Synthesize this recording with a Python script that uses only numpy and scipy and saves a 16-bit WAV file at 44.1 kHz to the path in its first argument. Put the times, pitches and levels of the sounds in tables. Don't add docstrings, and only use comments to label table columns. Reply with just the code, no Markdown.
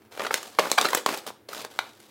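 import sys
import numpy as np
from scipy import signal
from scipy.fft import rfft, irfft
from scipy.io import wavfile
from scipy.ndimage import uniform_filter1d

SR = 44100
rng = np.random.default_rng(int(sys.argv[2]) if len(sys.argv) > 2 else 0)


def bounce(signal):
    frames = np.transpose(np.atleast_2d(signal))
    limited = np.clip(frames, -1, 1)
    pcm = np.round(limited * 32767).astype(np.int16)
    wavfile.write(sys.argv[1], SR, pcm)


N = 92610

# (time [s], panel peak [dB], panel pitch [Hz], flutter rate [Hz], bag thud rms [dB],
# crack pitch [Hz], crack rms [dB], sizzle rms [dB], cluster length [ms])
CREASE_SNAPS = [(.176, -25, 1080, 580, -41, 2750, -54, -48, 2),
                (0.1959, -23, 1160, 570, -33, 2980, -35.5, -76, 2.6),
                (.205, -19, 744, 622, -44, 2620, -42, -58, 3.7),
                (.249, -20.5, 1420, 1440, -52, 2750, -59, -64, 4.5),
                (.267, -18, 1330, 662, -49, 4140, -34.5, -79, 4.4),
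                (.309, -14.5, 1240, 444, -27.5, 2520, -36.5, -64, 4.2),
                (.342, -7.5, 1880, 530, -29.5, 5260, -22.5, -30, 1.37),
                (0.43, -30, 1230, 590, -73, 5820, -41, -50, 1.5),
                (0.55, -40, 1030, 600, -74, 3270, -52, -63, 0.72),
                (.588, -4.5, 1044, 1087, -23, 2770, -27, -34, 1.75),
                (0.5935, -8.5, 625, 566, -20.5, 3150, -22, -39, 3),
                (0.657, -19, 960, 492, -49, 2720, -52, -62, 3.1),
                (.716, -14.5, 830, 586, -24.5, 5150, -17.5, -64.5, 1.03),
                (0.727, -21.5, 2200, 2240, -44, 5610, -47, -38, 4.2),
                (0.782, -6, 960, 803, -36, 2540, -20.5, -29, 6.8),
                (0.786, -6.5, 1150, 1175, -44, 3290, -20.5, -40.5, 3.3),
                (.8132, -15.5, 1280, 1207, -27.5, 4560, -21, -56, 0.59),
                (.847, -14.5, 1210, 430, -30, 3520, -50, -41, 2.8),
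                (.854, -13.5, 1450, 1360, -25, 3500, -23, -54, 3.4),
                (.887, -20, 1660, 1810, -38.5, 4470, -49, -35.5, 2.4),
                (0.905, -27.5, 1360, 483, -35, 4330, -38.5, -41, 3.8),
                (0.932, -12.5, 1010, 513, -31.5, 2880, -33, -36, 2.5),
                (.949, -10.5, 1200, 548, -25.5, 5000, -22.5, -25, 2.2),
                (0.973, -22.5, 1500, 499, -26, 2550, -28, -33.5, 9.1),
                (1.0624, -8.5, 1060, 1094, -25, 4040, -25, -35.5, 1.55),
                (1.175, -46.5, 666, 500, -40, 2830, -40.5, -38, 2.5),
                (1.304, -28.5, 852, 490, -40.5, 2675, -62, -56, 1),
                (1.489, -31.5, 673, 539, -40, 3900, -40, -53.5, 3.2),
                (1.532, -26.5, 1390, 640, -61, 2720, -46, -43, 2.6),
                (1.649, -24.5, 1140, 404, -39, 4400, -40, -45, 2.3),
                (1.790, -11.5, 1050, 765, -38.5, 2120, -20.5, -46.5, 0.76),
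                (2.002, -47, 1980, 706, -60, 7400, -52, -69, 4.4)]
# (start [s], held [s], body rms [dB], treble rms [dB])
RUSTLES = [(0, 0.073, -64, -71), (0.11, 0.31, -48, -51), (0.193, 0.085, -36.5, -45.5),
           (0.31, 0.071, -38, -40.5), (0.411, 0.088, -47.5, -48), (0.512, 0.14, -54, -54),
           (0.596, 0.074, -31, -38.5), (0.678, 0.079, -42, -42.5), (0.792, 0.078, -29, -33.5),
           (0.88, 0.122, -38.5, -40.5), (1.065, 0.087, -33, -38), (1.153, 0.041, -43, -43.5),
           (1.21, 0.066, -52, -56.5), (1.264, 0.029, -37.5, -40.5), (1.491, 0.064, -46, -49.5),
           (1.527, 0.095, -42.5, -44), (1.63, 0.033, -44, -50.5), (1.70, 0.13, -52, -54),
           (1.802, 0.097, -52.5, -57), (1.89, 0.12, -61.5, -62), (2.0, 0.13, -60.5, -60)]
# (frequency [Hz], relative density [dB per Hz])
FOIL_COLOUR = [(120, -16), (250, -6), (400, -2), (800, -3), (1600, -9), (4000, -14), (9000, -22),
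               (15000, -24)]
# (frequency [Hz], T60 [s])
ROOM_T60 = [(150, 0.13), (500, 0.42), (2000, 0.22), (6000, 0.38), (15000, 0.053)]
# (frequency [Hz], width of each filter pass [Hz], rms [dB])
FAN_BANDS = [(105, 48, -69), (219, 14, -66), (348, 190, -61)]
# (frequency [Hz], relative density [dB per Hz])
HISS_COLOUR = [(30, -60.5), (100, -20), (300, -13.5), (600, -18.5), (1500, -20), (7000, -37),
               (16000, -30.5)]

GRAINS_PER_S, GRAIN_SCATTER_DB, GRAIN_Q = 2500, 4, 1.43
OWN_PER_S_AT_1KHZ, OWN_Q, OWN_SHARE = 600, 1.96, 2.73
LARGEST_CLICK = 2.9
TREBLE_HZ = 2500
RISE_S, FADE_S = 0.0025, 0.0085
CLUMPS_PER_S, CLUMP_DB = 220, 3

CLICK_SCATTER_DB, LEAD_DB = 3.5, 20.5
BUILD_SHARE = 0.7
AFTER_DB, AFTER_MS = -2, 3.8
PANEL_FEELS_DB = -10
RING_MS, RING_PER_MS = 0.9, 0.55
FLUTTER_TOP_HZ = 5000
PANEL_Q, THUD_HZ, THUD_Q = 0.92, 424, 0.96
CRACK_Q, SIZZLE_HZ, SIZZLE_Q = 0.79, 13400, 1
RMS_MS = 5.85

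BAG_LOW_HZ = 149
ROOM_DB, ROOM_GAP_MS = -12.5, 2.7
HISS_DB = -63
CEILING, TOP_HZ = 1.6, 15900


def undb(db):
    return 10 ** (np.asarray(db) / 20)


def level(x, db):
    return x * undb(db) / np.sqrt(np.mean(x ** 2))


def ring(x, hz, q):
    return signal.lfilter(*signal.iirpeak(min(hz, .45 * SR), max(q, .3), fs=SR), x)


def ring_twice(x, hz, q):
    return ring(ring(x, hz, q), hz, q)


def table(rows, hz):
    rows = np.array(rows)
    return np.interp(np.log(hz), np.log(rows[:, 0]), rows[:, 1])


def clicks(chance, scatter_db):
    sign = np.sign(chance[0] - .5)
    steps = np.minimum(-np.log(1 - chance[1]), LARGEST_CLICK)
    return sign * undb(scatter_db * steps)


def grains(per_s):
    sizes = clicks(rng.random((2, N)), GRAIN_SCATTER_DB)
    return sizes * (rng.random(N) < per_s / SR)


def rustle_gain(column):
    t = np.arange(N) / SR
    power = 0
    for row in RUSTLES:
        start, held = row[:2]
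        rise = np.clip((t - start) / RISE_S, 0, 1)
        fade = np.exp(-np.maximum(t - start - held, 0) / FADE_S)
        power = power + (undb(row[column]) * rise * fade) ** 2
    return np.sqrt(power)


def crackle():
    body, treble = 0, 0
    shared = grains(GRAINS_PER_S)
    for k, hz in enumerate(150 * 2 ** np.arange(0, 6.8, .5)):
        own = grains(OWN_PER_S_AT_1KHZ * hz / 1000)
        mix = ring((-1) ** k * shared, hz, GRAIN_Q) + OWN_SHARE * ring(own, hz, OWN_Q)
        band = level(ring(mix, hz, GRAIN_Q), table(FOIL_COLOUR, hz))
        band = band * np.sqrt(hz)
        if hz < TREBLE_HZ:
            body = body + band
        else:
            treble = treble + band
    step = int(SR / CLUMPS_PER_S)
    wander = np.repeat(rng.standard_normal(N // step + 1), step)
    clumps = undb(CLUMP_DB * uniform_filter1d(wander, step // 2)[:N])
    return level(body * clumps, 0) * rustle_gain(2) + level(treble * clumps, 0) * rustle_gain(3)


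def background():
    hz = np.maximum(np.arange(N // 2 + 1) * SR / N, 1)
    spectrum = rfft(rng.standard_normal(N)) * undb(table(HISS_COLOUR, hz))
    out = level(irfft(spectrum, N), HISS_DB)
    for band_hz, width_hz, db in FAN_BANDS:
        hum = ring_twice(rng.standard_normal(N), band_hz, band_hz / width_hz)
        out = out + level(hum, db)
    return out


def room(x):
    t = np.arange(SR // 2) / SR
    tail = 0
    for hz in 125 * 2. ** np.arange(8):
        noise = level(ring(rng.standard_normal(len(t)), hz, 1.1), 0)
        tail = tail + np.sqrt(hz) * noise * undb(-60 * t / table(ROOM_T60, hz))
    tail = tail * (t > ROOM_GAP_MS / 1000)
    return signal.fftconvolve(x, tail * undb(ROOM_DB) / np.sqrt(np.sum(tail ** 2)))[:N]


def flutter(x, trips_hz, ring_ms):
    hz = np.arange(len(x) + 1) * SR / (2 * len(x))
    trip = np.exp(-(1000 / ring_ms + 2j * np.pi * hz) / trips_hz)
    trip = trip / np.hypot(1, hz / FLUTTER_TOP_HZ)
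    return irfft(rfft(x, 2 * len(x)) / (1 - trip))[:len(x)]


def snap_rms(x, db):
    return x * undb(db) / np.sqrt(np.sum(x ** 2) / (RMS_MS * SR / 1000))


def snaps():
    size, lead = 2048, 400
    out = np.zeros(N + size)
    t_ms = (np.arange(size) - lead) / SR * 1000
    for s, panel_db, panel_hz, flutter_hz, thud_db, crack_hz, crack_db, sizzle_db, ms in CREASE_SNAPS:
        cluster = np.exp(-(t_ms / np.where(t_ms < 0, BUILD_SHARE * ms, ms)) ** 2)
        settling = (t_ms > 0) * undb(AFTER_DB) * np.exp(-t_ms / AFTER_MS)
        push = clicks(rng.random((2, size)), CLICK_SCATTER_DB) * (cluster + settling)
        soft = undb(PANEL_FEELS_DB) * push
        push[lead] = soft[lead] = undb(LEAD_DB)
        ring_ms = RING_MS + RING_PER_MS * ms
        soft = flutter(soft, flutter_hz, ring_ms)
        hard = flutter(push, flutter_hz, ring_ms)
        panel = ring_twice(soft, panel_hz, PANEL_Q)
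        panel = panel * undb(panel_db) / np.abs(panel).max()
        thud = snap_rms(ring_twice(soft, THUD_HZ, THUD_Q), thud_db)
        crack = snap_rms(ring_twice(hard, crack_hz, CRACK_Q), crack_db)
        sizzle = snap_rms(ring_twice(push, SIZZLE_HZ, SIZZLE_Q), sizzle_db)
        first = int(s * SR) - lead
        out[first:first + size] += panel - thud + sizzle - crack
    return out[:N]


def scene():
    foil = snaps() + crackle()
    bass_cut = signal.butter(2, BAG_LOW_HZ, "high", fs=SR, output="sos")
    foil = signal.sosfilt(bass_cut, foil)
    return (foil + room(foil) + background())[None]


def record(dry):
    rounded = CEILING * np.tanh(dry / CEILING)
    return signal.sosfilt(signal.ellip(8, .2, 70, TOP_HZ, fs=SR, output="sos"), rounded)


dry = scene()
out = record(dry)
bounce(out)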